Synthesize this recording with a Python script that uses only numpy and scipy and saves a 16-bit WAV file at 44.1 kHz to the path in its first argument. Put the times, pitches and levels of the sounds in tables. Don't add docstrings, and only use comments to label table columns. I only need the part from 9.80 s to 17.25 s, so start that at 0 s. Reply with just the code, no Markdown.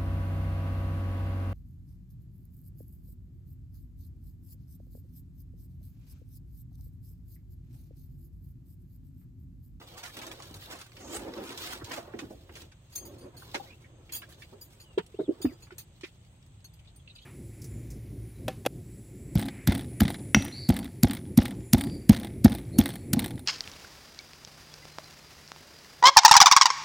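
import sys
import numpy as np
from scipy import signal
from scipy.fft import rfft, irfft, next_fast_len
from scipy.io import wavfile
from scipy.ndimage import uniform_filter1d

SR = 44100
rng = np.random.default_rng(int(sys.argv[2]) if len(sys.argv) > 2 else 0)


def unload_wav(signal):
    wavfile.write(
        sys.argv[1],
        SR,
        np.round(np.clip(np.atleast_2d(signal).T, -1, 1) * 32767).astype(np.int16),
    )


def volts_from_db(level):
    exponent = np.asarray(level, float) / 20
    return 10 ** exponent


N = 328545
T = np.arange(N) / SR

# frequency in Hz, level in dB per Hz.
AIR_SPECTRUM = [(15, -32), (25, -0.5), (114, 5.5), (217, -10), (326, -17), (373, -21.5), (775, -24),
                (1560, -32), (3430, -28.5), (5500, -45.5), (7920, -31.5), (9840, -54), (16000, -56)]
AIR_DB = -54.5
# resonance in Hz, width in Hz, wing strokes per second, level in dB.
INSECT_CHORUSES = [(6420, 200, 130, -80.5), (8100, 550, 88, -77)]

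# start in seconds, hold in seconds, level in dB.
GRASS_SWISHES = [(0, 0.0066, -54.5), (.08, 0.086, -60), (.19, 0.2, -55.5), (.35, 0.31, -57), (.7, 0.1, -57),
                 (.82, 0.088, -55.5), (.9, 0.12, -61.5), (1.16, 0.11, -61), (1.3, 0.027, -54.5),
                 (1.42, 0.17, -58.5), (1.6, 0.084, -55), (1.8, 0.12, -45), (2.04, 0.028, -58),
                 (2.13, 0.035, -46), (2.3, 0.326, -66.5), (2.76, 0.057, -58.5), (3.18, 0.17, -68.5),
                 (3.62, 0.24, -58), (3.76, 0.11, -63), (4.3, .35, -66.5), (4.7, 0.96, -74.5),
                 (5.7, 0.03, -71), (5.8, .55, -78)]
# start in seconds, hold in seconds, level in dB,
# level of the hard edge above it in dB.
DRAWER_DRAGS = [(0, 0.017, -59, 4), (.15, 0.076, -64, 8.5), (.4, 0.085, -50.5, 0.5), (.54, 0.22, -58, -1.5),
                (0.916, 0.035, -55, 3), (1.261, 0.24, -43.5, -9.5), (1.46, 0.17, -39.5, -11.5),
                (1.7, 0.27, -50, -2.5), (2.134, 0.039, -45.5, 1), (2.26, 0.17, -63, 4.5),
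                (2.44, 0.061, -55.5, -29), (2.64, 0.19, -54.5, -43), (3.24, 0.24, -50, -22),
                (3.55, 0.32, -59, -5.5), (3.9, 0.88, -61, -16.5), (4.7, 0.72, -67, -7),
                (5.5, 0.22, -57.5, -7.5), (5.801, 0.18, -66.5, -9)]
# frequency in Hz, width in Hz, level in dB.
DRAWER_MODES = [(223, 31, 0.5), (274, 40, 1.5), (339.4, 47, 5), (477, 90, -8), (527, 26, -2)]
SWELL_DB_PER_S, FADE_DB_PER_S = 162, 192
STILL_GRASS_DB, STILL_DRAWER_DB, STILL_EDGE_DB = -77.5, -73, -101
TREBLE_DB, TREBLE_FOLLOWS = -65.5, 0.95

# start in seconds, peak in dB, centre in Hz, width in octaves.
DULL_KNOCKS = [(.015, -42, 1210, 1.6), (0.517, -60, 900, 1.9), (0.597, -34, 810, 0.62),
               (1.576, -47, 840, 4.4), (2.012, -37.5, 1380, 0.57), (2.11, -28, 1490, 1.7),
               (2.337, -40.5, 1280, 1.1), (2.693, -42.5, 820, 3.4), (3.621, -40.5, 1070, 0.66),
               (3.74, -44, 1400, 2.3), (3.749, -21.5, 1370, 3.5), (3.743, -23, 756, 0.42),
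               (5.181, -31, 920, 0.21), (.25, -41, 1910, 0.55), (4.428, -41, 1700, 0.65),
               (2.918, -47, 1880, 3.7), (4.42, -34.5, 1650, 1.7), (4.726, -43.5, 928, 0.54),
               (5.183, -28, 1300, 1.8), (5.395, -36, 870, 1.4), (5.653, -37.5, 890, 3.2),
               (5.907, -44, 1580, 1.8), (5.921, -50.5, 2000, 2), (2.008, -45, 1300, .6),
               (2.345, -40, 700, 1), (5.87, -50.5, 1400, 1.6)]
# start in seconds, peak in dB, centre in Hz, width in octaves.
HARD_TICKS = [(0.942, -42, 2240, 1.1), (1.167, -42, 2580, 1.5), (1.776, -34, 3160, 1.6),
              (2.043, -40.5, 4470, 1.4), (2.391, -33, 2040, 1.9), (5.178, -30.5, 2820, 0.32),
              (4.042, -47, 2000, 0.55), (4.294, -45, 2250, 1.1), (4.532, -51, 3450, 0.82),
              (4.62, -40, 2340, 0.91), (6.21, -48, 3500, 1.8), (6.234, -30.5, 2300, 1.37),
              (6.991, -53, 2760, 0.95), (7.073, -52, 3480, 0.54), (7.047, -56, 2800, 0.89),
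              (7.086, -62, 3300, .8), (7.279, -53, 3900, .3), (7.432, -54, 3500, 0.37),
              (6.268, -54, 2800, 1.7), (6.28, -54, 3000, 1), (7.276, -46, 2930, 0.55),
              (7.296, -43, 3900, 0.12), (7.298, -52.5, 2830, .3), (7.306, -64, 3700, .3),
              (7.358, -47.5, 3850, 0.23), (7.361, -48, 2870, 0.44), (7.382, -46, 3870, 0.26),
              (7.385, -48, 3020, 0.33), (7.417, -46.5, 3380, 0.36)]
# start in seconds, peak in dB, centre in Hz, length in seconds.
HEAVY_THUDS = [(0.373, -36, 320, 0.038), (0.708, -34.5, 297, 0.014), (1.329, -28.5, 378, 0.027),
               (1.352, -31, 62.5, 0.022), (2.018, -26, 364, 0.0054), (2.029, -30, 96, 0.011),
               (2.175, -31.5, 596, 0.022), (2.277, -35.5, 475, 0.011), (2.339, -29, 310, 0.066),
               (2.421, -27, 310, 0.022), (2.506, -29.5, 320, 0.032), (3.746, -21.5, 342, 0.024),
               (5.189, -30, 179, 0.014), (5.4, -27, 201, 0.017), (3.325, -38, 270, 0.026),
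               (4.725, -38, 340, 0.033), (5.645, -20.5, 90, 0.014)]
KNOCK_S, TICK_S, THUD_OCTAVES = 0.012, 0.016, 1

# start in seconds, peak in dB, length in seconds.
THICK_STALKS = [(0.166, -30, 0.024), (0.228, -28, 0.029), (0.36, -28.5, 0.023), (0.414, -25.5, 0.019),
                (0.464, -29.5, 0.02), (0.625, -32.5, 0.014), (0.881, -33, 0.057), (0.901, -32, 0.029),
                (.981, -35, 0.047), (1.19, -39, 0.04), (1.304, -30.5, 0.08), (1.63, -30.5, 0.055),
                (1.696, -34.5, 0.021), (1.769, -27.5, 0.038), (1.833, -28, 0.015), (1.864, -25.5, 0.041),
                (1.911, -28, 0.036), (2.046, -41, 0.055), (2.11, -26.5, 0.045), (2.132, -24, 0.014),
                (2.148, -37, 0.03), (0.248, -31.5, 0.027), (2.385, -33.5, 0.028), (2.751, -34.5, 0.034),
                (2.813, -35, 0.01), (4, -48, 0.039), (3.734, -28.5, 0.027)]
# start in seconds, peak in
# dB, length in seconds.
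THIN_STRAWS = [(0.516, -23, 0.0078), (0.742, -29.5, 0.026), (2.496, -39.5, 0.037), (3.095, -41.5, 0.038),
               (4.488, -34, 0.02), (4.588, -38.5, 0.028), (4.517, -43, 0.0082), (4.899, -40.5, 0.039),
               (5.7, -46, 0.022), (5.4, -46, 0.022), (5.982, -36, 0.019), (5.8, -49, .035),
               (5.179, -31.5, 0.0063), (0.592, -40, 0.016), (6.661, -47, 0.0073), (6.24, -46, 0.044),
               (1.81, -24, .015), (1.325, -28, 0.025)]
STALK_TILT_DB, STRAW_TILT_DB = -8.5, -2.5

# start in
# seconds, peak in dB, centre in Hz.
SHARP_CRACKS = [(0.1852, -35, 3380), (0.2366, -35, 3070), (0.2624, -35, 2050), (0.371, -36, 4360),
                (0.416, -33, 2410), (0.4667, -31.5, 5360), (0.515, -28.5, 3120), (0.602, -37, 2400),
                (0.6225, -32, 3900), (0.711, -38, 3700), (0.7421, -33, 3660), (0.8245, -32, 2100),
                (0.85, -36.5, 2500), (0.911, -41, 2530), (0.988, -38, 5690), (1.0149, -32, 2600),
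                (1.1187, -42, 2630), (1.169, -35, 2850), (7.162, -52, 8870), (1.5377, -30, 2140),
                (1.6386, -34, 4150), (1.6927, -29, 2260), (1.728, -29, 2050), (1.7761, -23, 3060),
                (1.8448, -26, 3120), (1.8727, -26, 3070), (1.924, -32, 3750), (2.0443, -33.5, 2670),
                (2.1181, -28, 4340), (2.138, -37, 4670), (2.3891, -33, 2730), (2.7546, -33, 2630),
                (2.819, -34.5, 3900), (3.1562, -28.5, 6430), (3.745, -19, 1990), (4.3242, -26.5, 6910),
                (4.5251, -41, 5570), (4.5451, -44, 3470), (4.8152, -50, 4860), (5.1818, -31.5, 2800),
                (5.264, -40.5, 4270), (5.9825, -29.5, 6200), (6.2108, -38, 2310), (6.8048, -54, 2860),
                (6.844, -44, 4420), (7.0485, -58, 3740), (6.355, -58, 3000), (6.449, -53, 2900),
                (6.627, -51, 2900), (1.577, -38, 3200)]
SNAP_S, SNAP_OCTAVES, SNAP_DB = 0.0013, 1.7, -5.5
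SNAP_DIRECT_DB = -9.5

# time in seconds, centre in Hz, level in dB.
SOLE_SQUEAK = [
    (1.19, 6250, -60.5),
    (1.3, 6850, -54),
    (1.35, 7500, -43.5),
    (1.365, 8370, -37.5),
    (1.385, 8360, -55),
    (1.44, 8100, -68),
]

# start in seconds, peak in dB, level of the second peg in dB,
# tilt in dB per octave, rattle in seconds.
LOOSE_CLINKS = [(3.1218, -40, -6, -1, 0.087), (3.1534, -34, -4, 18, 0.012), (3.1765, -40, -19, 6, 0.0053),
                (3.252, -42, 8, 13, 0.018), (3.38, -50, -2, 0, 0.021), (3.4084, -51, -3, -1, 0.036),
                (3.5656, -40, -2, 4, 0.044), (4.321, -35.5, 5, 7, 0.0067), (4.331, -32.5, 13, 8, 0.014),
                (4.347, -31.5, 13.5, 9, 0.025), (4.362, -44, -1, 7, 0.01), (4.6153, -53, 7, -4, 0.024),
                (4.81, -44.5, 10.5, 15, 0.022), (5.031, -61, 3, 2, 0.012), (5.614, -36, 9, 2.5, 0.022),
                (5.7232, -59, 9, -4, 0.015), (6.8439, -49, -15, 0, 0.0082), (6.9358, -54, -7, 4, 0.0064),
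                (7.159, -54, -11, 7, 0.006), (7.352, -54.5, 7, -3, 0.011)]
# start in seconds, peak in dB, level of the second peg in dB,
# tilt in dB per octave, rattle in seconds.
GRIPPED_CLINKS = [
    (5.981, -35.5, -9, 4.5, 0.011),
    (5.995, -39, -3, 6, 0.016),
    (5.802, -58, -2, 0, 0.017),
    (5.822, -45.5, -4, -0.5, 0.027),
    (5, -43, 0, 0, 0.025),
    (7.416, -57, -4, -3, .015),
    (6.995, -60, 0, 4, .004),
]
# frequency in Hz, level in dB, decay time (60 dB) in seconds.
FIRST_PEG_MODES = [(2680, -14, 0.12), (4010, -32, 0.11), (4410, -6, 0.09), (6414, -6.5, 0.18),
                   (8870, -7.5, 0.17), (9900, -13.5, 0.17), (11510, -8, 0.16), (13100, -27, .1),
                   (14490, -11.5, 0.16), (14900, -21, 0.15), (15670, -23, .1)]
# frequency in Hz, level in dB, decay time (60 dB) in seconds.
SECOND_PEG_MODES = [(3360, -10, 0.15), (4826, -1.5, 0.087), (5730, -15.5, .06), (6890, -3.5, 0.11),
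                    (7500, -12.5, 0.066), (9280, -3, 0.17), (10360, -17, 0.08), (12128, -6.5, 0.13),
                    (13540, -22, 0.07), (14200, -16, .08), (15080, -8, 0.11)]
FREE_RING, GRIP_RING = 0.9, 0.38
STRIKE_SCATTER_DB = 1.5
BUZZ_DB, BUZZ_T60_S, BUZZ_SPREAD = 4.5, 0.035, .012
# start in seconds, frequency in Hz, level in dB,
# decay time (60 dB) in seconds.
SINGING_PARTIALS = [(3.157, 6433, -37, 0.25), (3.161, 4840, -50, .12), (3.16, 2650, -56, 0.078),
                    (3.2, 3270, -63, 0.087), (5.621, 3600, -49.5, 0.17), (3.569, 4400, -45, 0.077),
                    (4.327, 2635, -51.5, 0.29), (4.33, 4340, -47, .12), (4.813, 4845, -46, 0.077),
                    (7.161, 8870, -58, 0.095), (5.617, 4845, -46, 0.27), (5.828, 4450, -56, .08),
                    (5.63, 12125, -59, 0.28), (5.625, 15180, -49, .14), (4.815, 11500, -57, .2),
                    (7.085, 4845, -72, .08), (4.335, 3320, -47.5, 0.27), (6.846, 4377, -50, .07),
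                    (3.798, 806, -36.5, 0.065), (3.84, 800, -50, .1), (5.392, 624, -29.5, 0.078),
                    (5.651, 690, -28, 0.027)]

# time in seconds, pitch in Hz, level in dB.
BIRD_CALLS = [
    [(3.86, 1890, -60), (3.89, 2240, -69), (3.915, 2533, -54), (3.95, 2770, -66)],
    [(4.99, 2480, -73), (5.03, 3160, -76), (5.1, 2830, -71), (5.17, 2640, -79)],
    [(5.32, 1790, -77), (5.36, 3080, -64), (5.39, 3660, -66), (5.42, 4030, -65), (5.45, 3550, -66),
     (5.48, 2690, -71), (5.52, 3060, -68)],
    [(5.66, 3110, -63), (5.69, 2400, -65), (5.73, 1576, -66)],
    [(5.78, 2900, -86), (5.87, 3280, -82)],
    [(6.86, 3700, -76), (6.93, 3480, -86), (7.0, 3070, -83)],
    [(7.185, 3510, -74), (7.2, 3300, -71), (7.225, 3000, -86)],
    [(7.335, 1380, -76), (7.365, 1380, -80)],
]

# start in seconds, peak in dB, pitch in Hz, swell in seconds.
BUCKET_POPS = [(5.1744, -15.5, 397, 0.0052), (5.199, -38.5, 430, 0.0051), (5.341, -36.5, 397, 0.0056),
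               (5.388, -23.5, 394, 0.0048), (5.397, -20.5, 323, 0.0048), (5.409, -25.5, 430, 0.0052),
               (5.43, -36.5, 356, 0.0066), (5.479, -22, 349, 0.0061), (5.489, -12.5, 339, 0.0047),
               (5.505, -21, 382, 0.0045), (5.524, -37, 317, 0.0047), (5.601, -38, 390, 0.0046),
               (5.644, -13.5, 310, 0.0068), (5.654, -19.5, 273.5, 0.0063), (5.666, -27.5, 262, 0.009),
               (5.684, -37, 290, 0.0099), (5.713, -41, 356, 0.011), (5.917, -42, 377, 0.009),
               (6.233, -32, 348, 0.0057)]
SNAP_SHARPNESS = 2.53

AWNING_T60_S, AWNING_DB, AWNING_HZ = 0.046, 5.5, 598


def unit(x):
    return x / np.sqrt(np.mean(x ** 2))


def band(x, hz, width):
    hz = np.clip(hz, 30, .45 * SR)
    return signal.lfilter(*signal.iirpeak(hz, hz / max(width, 5), SR), x)


def curve(table):
    s, *columns = np.transpose(table)
    return [np.interp(T, s, c) for c in columns]


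def walk(rate):
    k = int(SR / rate)
    held = np.repeat(rng.standard_normal(N // k + 1), k)
    return 1.55 * uniform_filter1d(uniform_filter1d(held, k), k)[:N]


def grains(spread_db):
    size_db = spread_db * np.minimum(rng.exponential(size=N), 6.5)
    return unit(rng.standard_normal(N) * volts_from_db(size_db))


def add(out, s, x, pan_db=3.5):
    i = int(s * SR)
    x = x[:N - i]
    out[:, i:i + len(x)] += x * volts_from_db(np.array([[pan_db / 2], [-pan_db / 2]]))


def burst(noise, s, length, rise=0.00093, tail=0.):
    t = np.arange(int((3 * length + tail) * SR) + 64) / SR
    piece = np.take(noise, int(s * SR) + np.arange(len(t)), mode="wrap")
    return piece * (1 - np.exp(-t / rise)) * np.exp(-(t / length) ** 1.21)


def moves(rows, still_db):
    t = T[::100]
    s, held, db = np.transpose(rows)[:, :, None]
    before, after = SWELL_DB_PER_S * (s - t), FADE_DB_PER_S * (t - s - held)
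    db = db - np.maximum(0, np.maximum(before, after))
    return np.interp(T, t, 10 * np.log10(volts_from_db(2 * still_db) + volts_from_db(2 * db).sum(axis=0)))


def whistle(table):
    hz, db = curve(table)
    gate = np.clip(np.minimum(T - table[0][0], table[-1][0] - T) / 0.0043, 0, 1)
    return gate * volts_from_db(db) * np.sin(2 * np.pi * np.cumsum(uniform_filter1d(hz, 700)) / SR)


def air():
    hz = np.fft.rfftfreq(N, 1 / SR) + 1
    table_hz, table_db = np.transpose(AIR_SPECTRUM)
    colour = volts_from_db(np.interp(np.log(hz), np.log(table_hz), table_db))
    mid, side = (rfft(rng.standard_normal(N)) * colour for _ in range(2))
    side = side * np.clip(hz / 1100, .11, 1)
    both = unit(irfft(np.array([mid + side, mid - side]), N))
    bass = band(both, 102, 150)
    return volts_from_db(AIR_DB) * (both + bass * (volts_from_db(1.4 * walk(6)) - 1))


def insects():
    out = 0
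    for hz, width, rate, db in INSECT_CHORUSES:
        phase = np.pi * np.cumsum(rate * (1 + 0.0189 * walk(4.2))) / SR
        strokes = 0.48 + np.cos(phase) ** 4
        level = volts_from_db(db + 2.0 * walk(2.07))
        ringing = band(strokes * rng.standard_normal((2, N)), hz, width)
        out = out + level * unit(band(ringing, hz, 2 * width))
    return out


def rustle():
    mid_db = moves(GRASS_SWISHES, STILL_GRASS_DB)
    low_db = moves([r[:3] for r in DRAWER_DRAGS], STILL_DRAWER_DB)
    top_db = TREBLE_DB + TREBLE_FOLLOWS * (mid_db + 56.5)
    edge_db = moves([(s, held, db + over_db) for s, held, db, over_db in DRAWER_DRAGS], STILL_EDGE_DB)
    noise = grains(4.6) * volts_from_db(2.0 * walk(45))
    grass_bands = ((1800, mid_db - 26.0), (3600, mid_db - 3.5),
                   (7000, (mid_db + top_db) / 2 - 35.0), (12500, top_db - 4.0))
    grass = sum(volts_from_db(db + 1.2 * walk(24.62)) * unit(band(noise, hz, 0.5 * hz)) for hz, db in grass_bands)
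    rub = grains(1.54) * volts_from_db(1.64 * walk(60))
    modes = sum(volts_from_db(db) * band(rub, hz, width) for hz, width, db in DRAWER_MODES)
    drawer = volts_from_db(low_db - 3.5) * unit(band(modes, 343, 355))
    edge = volts_from_db(edge_db - 1.5) * unit(band(band(rub, 483, 870), 483, 870))
    ground = volts_from_db(0.67 * low_db - 31.5) * unit(band(rub, 80, 54))
    return grass + drawer + edge + ground


def knocks():
    out, noise = np.zeros((2, N)), grains(1.64)
    hits = [(*r, KNOCK_S) for r in DULL_KNOCKS] + [(*r, TICK_S) for r in HARD_TICKS]
    hits += [(s, db, hz, THUD_OCTAVES, length) for s, db, hz, length in HEAVY_THUDS]
    for s, db, hz, octaves, length in hits:
        width = hz * np.clip(octaves, .05, 3) * 0.58
        x = burst(noise, s, np.clip(length, .002, .1), rise=0.00032, tail=.02)
        x[40:52] *= 3.
        x = band(band(x, hz, 1.65 * width), hz, 1.65 * width)
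        x = band(x, hz, 2 * width) * np.sqrt(SR / 4 / width)
        add(out, s - .001, volts_from_db(db - 8.0) * x, -1.5)
    return out


def crunches():
    out, noise = np.zeros((2, N)), grains(4.4) * volts_from_db(2.2 * walk(250))
    breaks = [(*r, STALK_TILT_DB) for r in THICK_STALKS] + [(*r, STRAW_TILT_DB) for r in THIN_STRAWS]
    for s, db, length, tilt_db in breaks:
        length = np.clip(length, .003, .15)
        x = burst(noise, s, length, rise=0.39 * length)
        x = sum(volts_from_db(tilt_db * np.log2(hz / 4000)) * band(x, hz, hz * 1.1)
                for hz in (1250, 2200, 4000, 8000, 14000))
        add(out, s - .001, volts_from_db(db - 23.0) * x, -2.2)
    return out


def snaps():
    out, noise = np.zeros((2, N)), rng.standard_normal(N)
    for s, db, hz in SHARP_CRACKS:
        x = burst(noise, s, np.clip(SNAP_S, .0005, .006), rise=0.00064, tail=.004)
        x = band(band(x, hz, hz * SNAP_OCTAVES), hz, hz * SNAP_OCTAVES)
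        add(out, s - .0005, volts_from_db(db + SNAP_DB) * x / np.abs(x).max(), -1.5)
    return out


def squeak():
    return whistle(SOLE_SQUEAK) * unit(band(rng.standard_normal(N), 90, 340))


def pegs():
    out, noise, t = np.zeros((2, N)), grains(3.6), np.arange(4500) / SR
    hz, mode_db, t60 = np.transpose(FIRST_PEG_MODES + SECOND_PEG_MODES)[:, :, None]
    which = np.repeat([[-.5], [.5]], [len(FIRST_PEG_MODES), len(SECOND_PEG_MODES)], axis=0)
    turn, early = 2 * np.pi * hz * t, slice(1500)
    pair = np.sin(turn) + 0.25 * np.sin(turn * .992)
    free, gripped = (volts_from_db(-60 * t / t60 / share) * pair for share in (FREE_RING, GRIP_RING))
    clashes = [(*r, free) for r in LOOSE_CLINKS] + [(*r, gripped) for r in GRIPPED_CLINKS]
    for s, db, second_db, tilt_db, rattle, rods in clashes:
        strike, detune = rng.standard_normal((2, len(hz), 1))
        chatter = burst(noise, s, np.clip(rattle, .002, .08), rise=0.0003)
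        chatter = chatter / np.sqrt(np.sum(chatter ** 2))
        tilt = tilt_db * np.log2(hz / 9000)
        size = volts_from_db(mode_db + STRIKE_SCATTER_DB * strike + which * second_db + tilt)
        buzz = sum(np.sin(turn[:, early] * (1 + BUZZ_SPREAD * off)) for off in (detune, -strike))
        ring = np.sum(size * rods, axis=0)
        ring[early] += volts_from_db(BUZZ_DB - 60 * t[early] / BUZZ_T60_S) * np.sum(size * buzz, axis=0)
        ring[:2] += volts_from_db(21.0) * np.array([1, -1])
        add(out, s - .0005, volts_from_db(db - 17.5) * signal.fftconvolve(chatter, ring), -1.6)
    return out


def singing():
    out, t = np.zeros((2, N)), np.arange(12000) / SR
    for s, hz, db, t60 in SINGING_PARTIALS:
        envelope = volts_from_db(db - 60 * t / t60) * (1 - np.exp(-t / 0.00092))
        add(out, s, envelope * np.sin(2 * np.pi * hz * t))
    return out


def birds():
    blur = unit(band(rng.standard_normal(N), 70, 156))
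    return (1.23 + 0.3 * walk(130) + 0.6 * blur) * sum(whistle(call) for call in BIRD_CALLS)


def pops():
    out, t = np.zeros((2, N)), np.arange(4000) / SR
    for s, db, hz, swell in BUCKET_POPS:
        u = t / np.clip(swell, .002, .03)
        turn = 2 * np.pi * hz * t * (1 - 1.2 * t)
        envelope = (u * np.exp(1 - u)) ** SNAP_SHARPNESS
        wall = volts_from_db(-18.0) * np.exp(-.6 * u) * np.sin(1.656 * turn)
        add(out, s, volts_from_db(db) * envelope * (np.sin(turn) + wall), -2.2)
    return out


def awning(x, size=1024):
    t, out = np.arange(size) / SR, np.pad(x, ((0, 0), (0, 4 * size)))
    starts = np.arange(0, N, size)
    tails = rng.standard_normal((len(starts), 2, size)) * volts_from_db(-60 * t / AWNING_T60_S) * (t > .001)
    tails = signal.sosfilt(signal.butter(2, AWNING_HZ, "high", fs=SR, output="sos"), tails)
    tails = volts_from_db(AWNING_DB) * tails / np.sqrt(np.sum(tails ** 2, axis=2, keepdims=True))
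    source, fade = out.copy(), np.hanning(2 * size)
    for i, tail in zip(starts, tails):
        piece = source[:, i:i + 2 * size] * fade
        out[:, i:i + 3 * size - 1] += signal.fftconvolve(piece, tail, axes=1)
    return out[:, :N]


def later(x, lag_s):
    size = next_fast_len(N)
    lags = lag_s * np.array([[.5], [-.5]])
    turn = np.exp(-2j * np.pi * np.fft.rfftfreq(size, 1 / SR) * lags)
    return irfft(rfft(x, size) * turn, size)[:, :N]


def scene():
    brushing = (rustle() + squeak()) * volts_from_db(np.array([[-.7], [.7]]))
    walker = later(crunches() + brushing, 0.00013)
    steel = later(pegs() + singing(), -0.00015)
    near = walker + later(knocks(), 0.0001) + later(pops(), .00004) + later(birds(), 0.00042)
    cracks = later(snaps(), 0.00017)
    outside = volts_from_db(-11.0) * steel + volts_from_db(-14.0) * walker + volts_from_db(SNAP_DIRECT_DB) * cracks
    under = awning(near + cracks + volts_from_db(-1.5) * steel) * volts_from_db(-1.5)
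    return under + outside + air() + insects()


def low_pass(x):
    return signal.sosfilt(signal.butter(12, 16820, fs=SR, output="sos"), x)


def record(dry):
    mix = signal.sosfilt(signal.butter(4, 40, "high", fs=SR, output="sos"), dry)
    mix = signal.sosfilt(signal.ellip(8, .3, 45, 15900, fs=SR, output="sos"), mix)
    return low_pass(mix)


dry = scene()
out = record(dry)
unload_wav(out)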